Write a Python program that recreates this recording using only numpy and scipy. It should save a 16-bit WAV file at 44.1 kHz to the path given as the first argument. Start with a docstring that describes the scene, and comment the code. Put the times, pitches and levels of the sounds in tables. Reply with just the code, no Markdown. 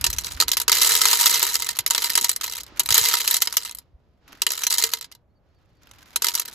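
"""Roasted coffee beans are shaken in spurts from a paper bag into a thin plastic tray on a scale, in a quiet car.
Each bean lands with a dry crack of noise, a duller wash and decaying sine modes of the tray, then hops once.
Other beans tumble among them in random small collisions. In the bag, beans slide with a hollow rub,
crackle the paper and tick against it. Soft bumps and low handling rumble lie underneath, as short sine swells
and coloured noise, over still cabin air; a faint, far bird whistles in gliding notes."""
import sys
import numpy as np
from scipy import signal
from scipy.fft import rfft, irfft
from scipy.io import wavfile

SR = 44100
rng = np.random.default_rng(int(sys.argv[2]) if len(sys.argv) > 2 else 0)


def wrap_up_sound(samples):
    """Save the sound to the file named by the first command line argument, as 16-bit audio."""
    columns = np.atleast_2d(samples).T
    # keep every value between -1 and 1, then stretch to whole-number steps
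    tamed = np.clip(columns, -1, 1)
    steps = np.round(tamed * 32767).astype(np.int16)
    wavfile.write(sys.argv[1], SR, steps)


N = 288414
STRIKE_SIZE = 6144  # samples in one strike or tick


def from_db(db):
    """Decibels to gain."""
    return 10 ** (np.asarray(db) / 20)


def in_time(rows):
    """Draws straight lines between (s, value) rows, giving a value at every sample."""
    return np.interp(np.arange(N) / SR, *np.transpose(rows))


def at_hz(points, hz):
    """Reads a spectrum on a log-frequency axis."""
    knots, values = np.transpose(points)
    return np.interp(np.log(hz + 1e-9), np.log(knots), values)


def cut(x, hz, kind, order=2):
    """Butterworth low- or high-pass."""
    return signal.sosfilt(signal.butter(order, min(hz, .45 * SR), kind, fs=SR, output="sos"), x)


# Likeness of the two microphone ports. Each row: frequency in Hz, correlation from 0 to 1.
PORT_LIKENESS = [(500, 0.7), (2500, 0.47), (5200, 0.32), (8000, 0.98)]
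# Balance of the ports. Each row: frequency in Hz, left minus right in dB.
PORT_BALANCE = [(100, -0.5), (1500, -2), (6000, -2.5), (8000, 0.5)]


def noise(spectrum, size, bumps_db=0):
    """Stereo noise of rms 1 with the given colour and random broad bumps in its spectrum."""
    hz = np.fft.rfftfreq(size, 1 / SR)
    mid, side = rfft(rng.standard_normal((2, size)))
    alike = np.clip(at_hz(PORT_LIKENESS, hz), 0, 1)
    signs = np.array([[1], [-1]])  # left, right
    pair = np.sqrt(1 + alike) * mid + np.sqrt(1 - alike) * side * signs
    knots = np.geomspace(500, 16000, 22)
    bump_curve = np.interp(hz, knots, rng.standard_normal(len(knots)))
    colour_db = at_hz(spectrum, hz) + bumps_db * bump_curve + signs * at_hz(PORT_BALANCE, hz) / 2
    x = irfft(pair * from_db(colour_db), size)
    return x / np.sqrt(np.mean(x ** 2))


def play(hits, strikes, split_hz=6800):
    """Lays a strike at each (s, dB, tilt dB); a positive tilt lifts the treble, a negative one dulls it."""
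    body = cut(strikes, split_hz, "low", order=1)
    treble = strikes - body
    out = np.zeros((2, N + STRIKE_SIZE))
    for k, (s, level_db, tilt_db) in enumerate(hits):
        at = int(np.clip(s * SR, 0, N - 1))
        spot = k % len(strikes)
        tilt = from_db(np.clip(tilt_db, -10, 10))
        tilted = (body[spot] + tilt * treble[spot]) / np.sqrt((1 + tilt ** 2) / 2)
        out[:, at:at + STRIKE_SIZE] += from_db(level_db) * tilted
    return out[:, :N]


# Colour of the still air in the car. Each row: frequency in Hz, relative level in dB per Hz.
CABIN_COLOUR = [(30, -2.5), (60, 9.5), (250, -7), (600, -9), (1500, -23), (5000, -43.5), (15000, -45)]


def cabin_air(level_db):
    """The still air of the cabin is steady, mostly low noise."""
    return from_db(level_db) * noise(CABIN_COLOUR, N)


# Swell of the handling rumble. Each row: time in seconds, relative level in dB.
RUMBLE_SWELL = [(0, -40), (.56, -50.5), (.68, -53), (2.45, -64), (2.95, -48), (3.15, -63.5), (4.6, -67),
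                (4.95, -62), (5.2, -76), (5.95, -58.5), (6.54, -80)]
# Colour of the rumble. Each row: frequency in Hz, relative level in dB per Hz.
RUMBLE_COLOUR = [(20, -25.5), (52, 1), (100, -4.5), (170, -12), (400, -43), (2000, -75.5)]


def handling_rumble(trim_db):
    """Handling makes a deep noise that rises and sinks along its swell."""
    return from_db(in_time(RUMBLE_SWELL) + trim_db) * noise(RUMBLE_COLOUR, N)


# Calls of the far bird. Each row: start in seconds, level in dB.
BIRD_CALLS = [(5.285, -75), (5.485, -73), (5.69, -73)]
# The rising and the falling note of a call. Each row: delay in seconds, length in seconds,
# first pitch in Hz, last pitch in Hz, level within the call in dB.
BIRD_NOTES = [(0, .05, 4150, 4480, -8), (.055, .06, 4680, 4400, 0)]


def bird():
    """Each note is a thin, gliding whistle that swells and fades."""
    out = np.zeros(N)
    for s, call_db in BIRD_CALLS:
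        for delay, length, first_hz, last_hz, note_db in BIRD_NOTES:
            hz = np.linspace(first_hz, last_hz, int(length * SR))
            at = int((s + delay) * SR)
            whistle = np.hanning(len(hz)) * np.sin(2 * np.pi * np.cumsum(hz) / SR)
            out[at:at + len(hz)] += from_db(call_db + note_db) * whistle
    return out


# Soft bumps of the hand jogging the bag, and of beans shifting in it.
# Each row: centre in seconds, peak of the swell in dB, pitch in Hz.
BUMPS = [(0.019, -31, 79.4), (.096, -25.5, 64.5), (0.18, -33, 63), (0.36, -31, 58.6), (.461, -36.5, 67.4),
         (1.802, -39, 111), (2.104, -41.5, 189.9), (2.222, -38, 244), (2.724, -41, 299),
         (2.917, -30, 102.3), (3.017, -36, 112.2), (3.952, -42, 58), (4.347, -45, 296)]


def bumps(cycles):
    """Each bump is a low swell a cycle or two long, at a random phase."""
    out, t = np.zeros(N), np.arange(N) / SR
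    for s, peak_db, hz in BUMPS:
        near = abs(t - s) < .1
        turns = (t[near] - s) * hz
        swell = from_db(peak_db) * np.exp(-(turns / cycles) ** 2)
        out[near] += swell * np.sin(2 * np.pi * (turns + rng.random()))
    return out


# Beans sliding in the paper bag. Each row: time in seconds, level of the rub before its scuffs in dB.
BAG_SLIDE = [(0, -49), (2.6, -58), (2.72, -49.5), (3.7, -58.5), (3.97, -80.5), (4.2, -76), (4.31, -52),
             (4.42, -64), (5.1, -65.5), (5.25, -89), (5.5, -76.5), (5.8, -68), (5.91, -57.5), (6.54, -56.5)]
# Hollow rub of the bag. Each row: frequency in Hz, relative level in dB per Hz.
BAG_BODY = [(100, -13.5), (290, -1), (420, -9.5), (800, -7), (1450, -6.5), (1900, -10), (5000, -15),
            (12000, -43)]
# Crackle of its paper. Each row: frequency in Hz, relative level in dB per Hz.
PAPER_COLOUR = [(500, -23.5), (1400, 3.5), (6000, -4.5), (13000, -9.5)]


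def bag(per_s, grain_s, spread_db, crackle_db, steepness, scuff_s, scuff_db):
    """Beans slide in uneven scuffs with a hollow rub; the stronger the slide, the more the paper crackles."""
    beats = np.arange(0, N / SR, scuff_s)
    scuffs = np.interp(np.arange(N) / SR, beats, rng.uniform(-1, 1, len(beats)))
    slide_db = in_time(BAG_SLIDE)
    # the paper slips at random moments, and each slip dies away as a grain
    slip_power = from_db(spread_db * np.minimum(rng.exponential(1, N), 3)) ** 2
    slips = (rng.random(N) < per_s / SR) * slip_power
    power = signal.lfilter([1], [1, -np.exp(-1 / (grain_s * SR))], slips + 1e-18)
    crackle_gain = from_db(crackle_db + steepness * (slide_db - slide_db.max()))
    crackle = crackle_gain * np.sqrt(power / power.mean()) * noise(PAPER_COLOUR, N)
    rub = from_db(slide_db) * noise(BAG_BODY, N)
    return from_db(scuff_db * scuffs) * (rub + crackle)


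# Single beans knocking against the paper inside the bag. Each row: start in seconds, relative level in dB.
BAG_KNOCKS = [(2.6354, -55), (4.3286, -29), (4.3849, -45), (5.6575, -59), (5.8331, -42), (5.8714, -37),
              (5.9125, -30.5), (6.0277, -34), (6.106, -38)]


def bag_knocks(trim_db, t60):
    """A bean against the paper gives a short, dead tick."""
    t = np.arange(STRIKE_SIZE) / SR
    fade = from_db(-60 * t / t60)
    ticks = np.array([noise(PAPER_COLOUR, STRIKE_SIZE, bumps_db=4.0) * fade for _ in BAG_KNOCKS])
    return play([(s, level_db + trim_db, 0) for s, level_db in BAG_KNOCKS], ticks)


# Crack of a bean on plastic. Each row: frequency in Hz, relative level in dB per Hz.
CRACK_COLOUR = [(300, -16.5), (750, -16.5), (1150, -7.5), (2500, -5), (4200, 1.5), (6500, 0.5), (7900, 2.5),
                (9500, 0), (14000, -2.5), (15700, -7.5)]
# Ringing of the tray. Each row: frequency in Hz, relative level in dB, 60 dB decay time in seconds.
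TRAY_MODES = [(376, -38.5, 0.16), (453.7, -32.5, 0.13), (951.3, -21, 0.095), (1282, -28, 0.02),
              (1283, -13.5, 0.029), (1828, -18, 0.035), (2059, -17.5, 0.06), (2880, -18.5, 0.047),
              (3130, -19.5, 0.064), (3874, -8.5, 0.029), (4090, -16, 0.087), (4730, -17.5, 0.055),
              (6670, -6.5, 0.013), (7865, -2, 0.021)]


def bean_strike(crack_t60, tail_t60, tail_db, dull_hz, modes_db, spread_db, right_db):
    """One bean on one spot: a bright crack, a duller wash of dense modes and the tray's main modes."""
    t = np.arange(STRIKE_SIZE) / SR
    swell = 1 - np.exp(-t / 0.00037)
    # the crack holds while the bean touches, then falls away; some beans are snappier than others
    fall_s = crack_t60 * from_db(2 * rng.standard_normal())
    snap = from_db(-60 * np.maximum(t - .0008, 0) / fall_s)
    colour = noise(CRACK_COLOUR, STRIKE_SIZE, bumps_db=4.0)
    wash = cut(colour, dull_hz, "low", order=1) * from_db(tail_db - 60 * t / tail_t60)
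    # the wash takes over as the crack falls
    crack = cut(swell * (colour * snap + wash * (1 - snap)), 412, "high")
    crack /= np.sqrt(np.mean(crack[:, t < .003] ** 2))
    hz, level_db, t60 = np.transpose(TRAY_MODES)[:, :, None]
    # the spot decides how strongly, and with which sign, each mode answers
    strength = from_db(level_db + modes_db + spread_db * rng.standard_normal(hz.shape))
    strength *= rng.choice([-1, 1], hz.shape)
    ring = np.sum(strength * np.sin(2 * np.pi * hz * t) * from_db(-60 * t / t60), axis=0)
    return crack + ring * swell * from_db([[0], [right_db]])


# Each shake of the bag lets out a spurt of beans.
# Each row: start in seconds, full flow in seconds, running out in seconds, relative level in dB.
SPURTS = [(0.099, 0.23, 0.075, -36), (.72, .65, .45, -18), (1.9, 0.36, .11, -27), (2.41, 0.16, 0.098, -30),
          (2.94, 0.099, 0.43, -16.5), (3.28, 0.087, 0.017, -26), (3.44, .27, 0.05, -36),
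          (4.51, .12, 0.067, -29), (4.7, 0.12, 0.22, -24.5), (6.24, 0.14, 0.21, -30)]
RUN_OUT_DB = 19  # how far the flow sinks before the last bean lies still


def tumbling(per_s, crowding, level_db, spread_db, tilt_db, settle_db, settle_s):
    """A spurt holds, then runs out; more flow makes collisions denser and harder, and landings stir them up."""
    landed = np.sort(np.append(np.array(LANDINGS)[:, 0], 0))
    hits = []
    for start, full_s, run_out_s, spurt_db in SPURTS:
        s = start + np.arange(0, full_s + run_out_s, .001)
        flow_db = spurt_db - RUN_OUT_DB * np.maximum(s - start - full_s, 0) / run_out_s
        rate = per_s * from_db(crowding * (flow_db + 25))
        # each bean waits its turn, so the collisions are uneven but seldom leave long gaps
        turn = np.cumsum(rate) * (s[1] - s[0])
        slots = np.arange(1000) + rng.uniform(-1, 1, 1000)
        size, tilt = rng.standard_normal((2, len(slots)))
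        when = np.interp(slots, turn, s)
        # collisions are hardest right after a landing, then settle
        since_landing = when - landed[np.searchsorted(landed, when, side="right") - 1]
        calm = 1 - np.exp(-since_landing / settle_s)
        # the flow's power is shared among its collisions
        share_db = np.interp(when, s, flow_db - 10 * np.log10(rate / per_s))
        hit_db = share_db + level_db + settle_db * calm + spread_db * np.minimum(size, 1.6)
        rows = np.column_stack([when, hit_db, tilt_db + 4 * tilt])
        hits.append(rows[slots < turn[-1]])
    return np.vstack(hits)


# Beans whose landings stand out, by being loud or by falling in a quiet moment.
# Each row: start in seconds, relative level in dB, treble against that level in dB.
LANDINGS = [(0.011, -17, -1), (0.0415, -3.5, -16), (0.0497, -12, -15.5), (0.0641, -11, -7),
            (0.066, -5.5, -16), (0.1019, -13, -6.5), (0.1288, -14.5, -11), (0.1844, -7.5, -13),
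            (0.2447, -15, -15.5), (0.2668, -27, -17.5), (0.2876, -26, -15), (0.3195, -19.5, -10.5),
            (0.401, 0.5, -14.5), (0.4105, -2, -16), (0.4229, -5.5, -18.5), (0.4814, -7, -12.5),
            (0.49, -11, -16), (0.516, -2.5, -11.5), (0.533, -10, -14), (0.5691, -5, -16.5),
            (0.5756, -9, -14), (0.6, -8.5, -15), (0.6155, -9.5, -12), (0.6799, -2, -15.5),
            (0.6954, -2.5, -19.5), (0.7174, 1.5, -14), (0.7269, -1, -15.5), (0.8167, 0, -14.5),
            (0.8312, -2, -10.5), (0.8454, -5.5, -10.5), (0.8704, -6.5, -12.5), (0.9188, -0.5, -12.5),
            (0.9517, -2, -13), (1.0156, 1, -14), (1.0541, 2.5, -17), (1.0784, -11.5, -10.5),
            (1.112, -4.5, -12.5), (1.1305, -1, -16.5), (1.2103, -2.5, -11.5), (1.258, 1.5, -13),
            (1.2664, 0, -16), (1.2963, -9, -8.5), (1.3424, -3.5, -14.5), (1.4272, -2.5, -14.5),
            (1.4636, -22, -5), (1.5417, -8.5, -12), (1.5543, -2.5, -14.5), (1.6217, -9.5, -14.5),
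            (1.6632, -20, -16.5), (1.689, -7.5, -14.5), (1.7882, -4.5, -14.5), (1.8628, -4, -12),
            (1.9072, -1, -14.5), (1.948, -5.5, -18), (1.979, -5, -18.5), (2.02, -10.5, -13),
            (2.0434, -6, -16), (2.1009, -7, -12), (2.1534, -0.5, -15), (2.1761, -1.5, -15.5),
            (2.2112, -11.5, -11), (2.2446, -2, -13), (2.293, -2, -9.5), (2.3144, -12, -14),
            (2.3617, -11, -13), (2.4108, -16.5, -3), (2.4406, -10, -18), (2.532, -38, -5),
            (2.5714, -35, -9), (2.795, -1.5, -11), (2.8019, -7, -20.5), (2.833, -23.5, -8),
            (2.859, -12.5, -11), (2.8888, -8, -17.5), (2.9052, -1, -14), (2.9238, -3.5, -15),
            (2.9432, 0, -10), (2.9504, -4.5, -13.5), (2.9791, 4, -11.5), (3.046, -13.5, -16),
            (3.0527, -11.5, -14.5), (3.0857, -5, -12.5), (3.1381, -3.5, -17), (3.2073, -11, -12),
            (3.2762, -1.5, -13), (3.3104, -3.5, -11), (3.3426, -3, -14.5), (3.3665, -6, -8),
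            (3.4196, -0.5, -13), (3.4234, -10, -13), (3.4729, -8, -26.5), (3.5255, -13, -16),
            (3.5684, 0.5, -10), (3.6321, -23, -15), (3.6497, -17.5, -14.5), (3.7486, -23, -9.5),
            (3.7854, -23, -9), (4.4185, -5, -14), (4.466, -1.5, -17.5), (4.4893, -21, -10),
            (4.5049, -10.5, -17), (4.5183, -10.5, -7), (4.6349, -8.5, -17), (4.6674, -2.5, -12),
            (4.705, -7, -8), (4.7249, -6, -12.5), (4.74, -9.5, -7.5), (4.782, -4.5, -12.5),
            (4.8231, -10, -10.5), (4.8381, -0.5, -17), (4.9158, -26.5, -6.5), (4.9357, -5, -14),
            (5.011, -20, -15), (5.024, -30.5, -21), (5.0433, -27, -24), (5.1151, -32.5, -32.5),
            (5.1221, -30.5, -26), (5.15, -35.5, -31.5), (6.1594, -3.5, -14), (6.2206, -7.5, -11.5),
            (6.2446, -3.5, -13.5), (6.2673, -6, -14), (6.2849, -5, -12), (6.3515, -4.5, -10.5),
            (6.3962, -7, -4), (6.4787, -26.5, -30.5)]
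HOP_S, HOP_LOSS_DB = .012, 17  # typical flight time of a hop in seconds, mean loss of level in dB


def landing(trim_db, tilt_db, brightness_scale):
    """Each bean lands with its own brightness, then comes down once more from a small hop."""
    s, peak_db, treble_db = np.transpose(LANDINGS)
    flight, loss = rng.standard_normal((2, len(s)))
    level_db = peak_db + trim_db
    tilt = tilt_db + brightness_scale * (treble_db - treble_db.mean())
    first = np.column_stack([s, level_db, tilt])
    hop_s = s + HOP_S * np.exp(.35 * flight)
    hop = np.column_stack([hop_s, level_db - HOP_LOSS_DB + 7.5 * loss, tilt])
    return np.vstack([first, hop])


def scene(count=96):
    """Landings crack, tumbling beans stir the tray's ring more; the bag, the cabin and a far bird lie behind."""
    air = cabin_air(level_db=-62) + handling_rumble(trim_db=-0.9)
    paper = bag(per_s=43, grain_s=0.0034, spread_db=3.5, crackle_db=-46, steepness=1.5,
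                scuff_s=0.032, scuff_db=4.0)
    knocks = bag_knocks(trim_db=-6.5, t60=0.024)
    rolls = np.array([bean_strike(crack_t60=0.015, tail_t60=0.055, tail_db=-7.5, dull_hz=5000,
                                  modes_db=-2.5, spread_db=4.0, right_db=2.5) for _ in range(count)])
    tumble = play(tumbling(per_s=220, crowding=.55, level_db=1.5, spread_db=4.0, tilt_db=0.0,
                           settle_db=-5.0, settle_s=0.0071), rolls)
    falls = np.array([bean_strike(crack_t60=0.02, tail_t60=0.063, tail_db=-9.5, dull_hz=7690,
                                  modes_db=-5.0, spread_db=5.0, right_db=3.5) for _ in range(count)])
    landings = play(landing(trim_db=-8.5, tilt_db=2.0, brightness_scale=1.5), falls)
    return air + bird() + bumps(cycles=0.71) + paper + knocks + tumble + landings


# Phase between the two microphone ports. Each row: frequency in Hz, lead of the left in radians.
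PORT_PHASE = [(2000, 0), (5000, -.8), (6600, .1), (7700, 2), (9150, 3.14), (11800, 6.1), (13000, 6.7),
              (15500, 9.5)]
CUTOFF_HZ = 15900


def record(dry):
    """The ports shift the treble between the sides, peaks are rounded, the top is cut."""
    lead = np.interp(np.fft.rfftfreq(N, 1 / SR), *np.transpose(PORT_PHASE))
    heard = irfft(rfft(dry) * np.exp(-1j * lead * np.array([[0], [1]])), N)
    rounded = np.tanh(heard)
    return signal.sosfilt(signal.ellip(10, .2, 80, CUTOFF_HZ, fs=SR, output="sos"), rounded)


dry = scene()
out = record(dry)
wrap_up_sound(out)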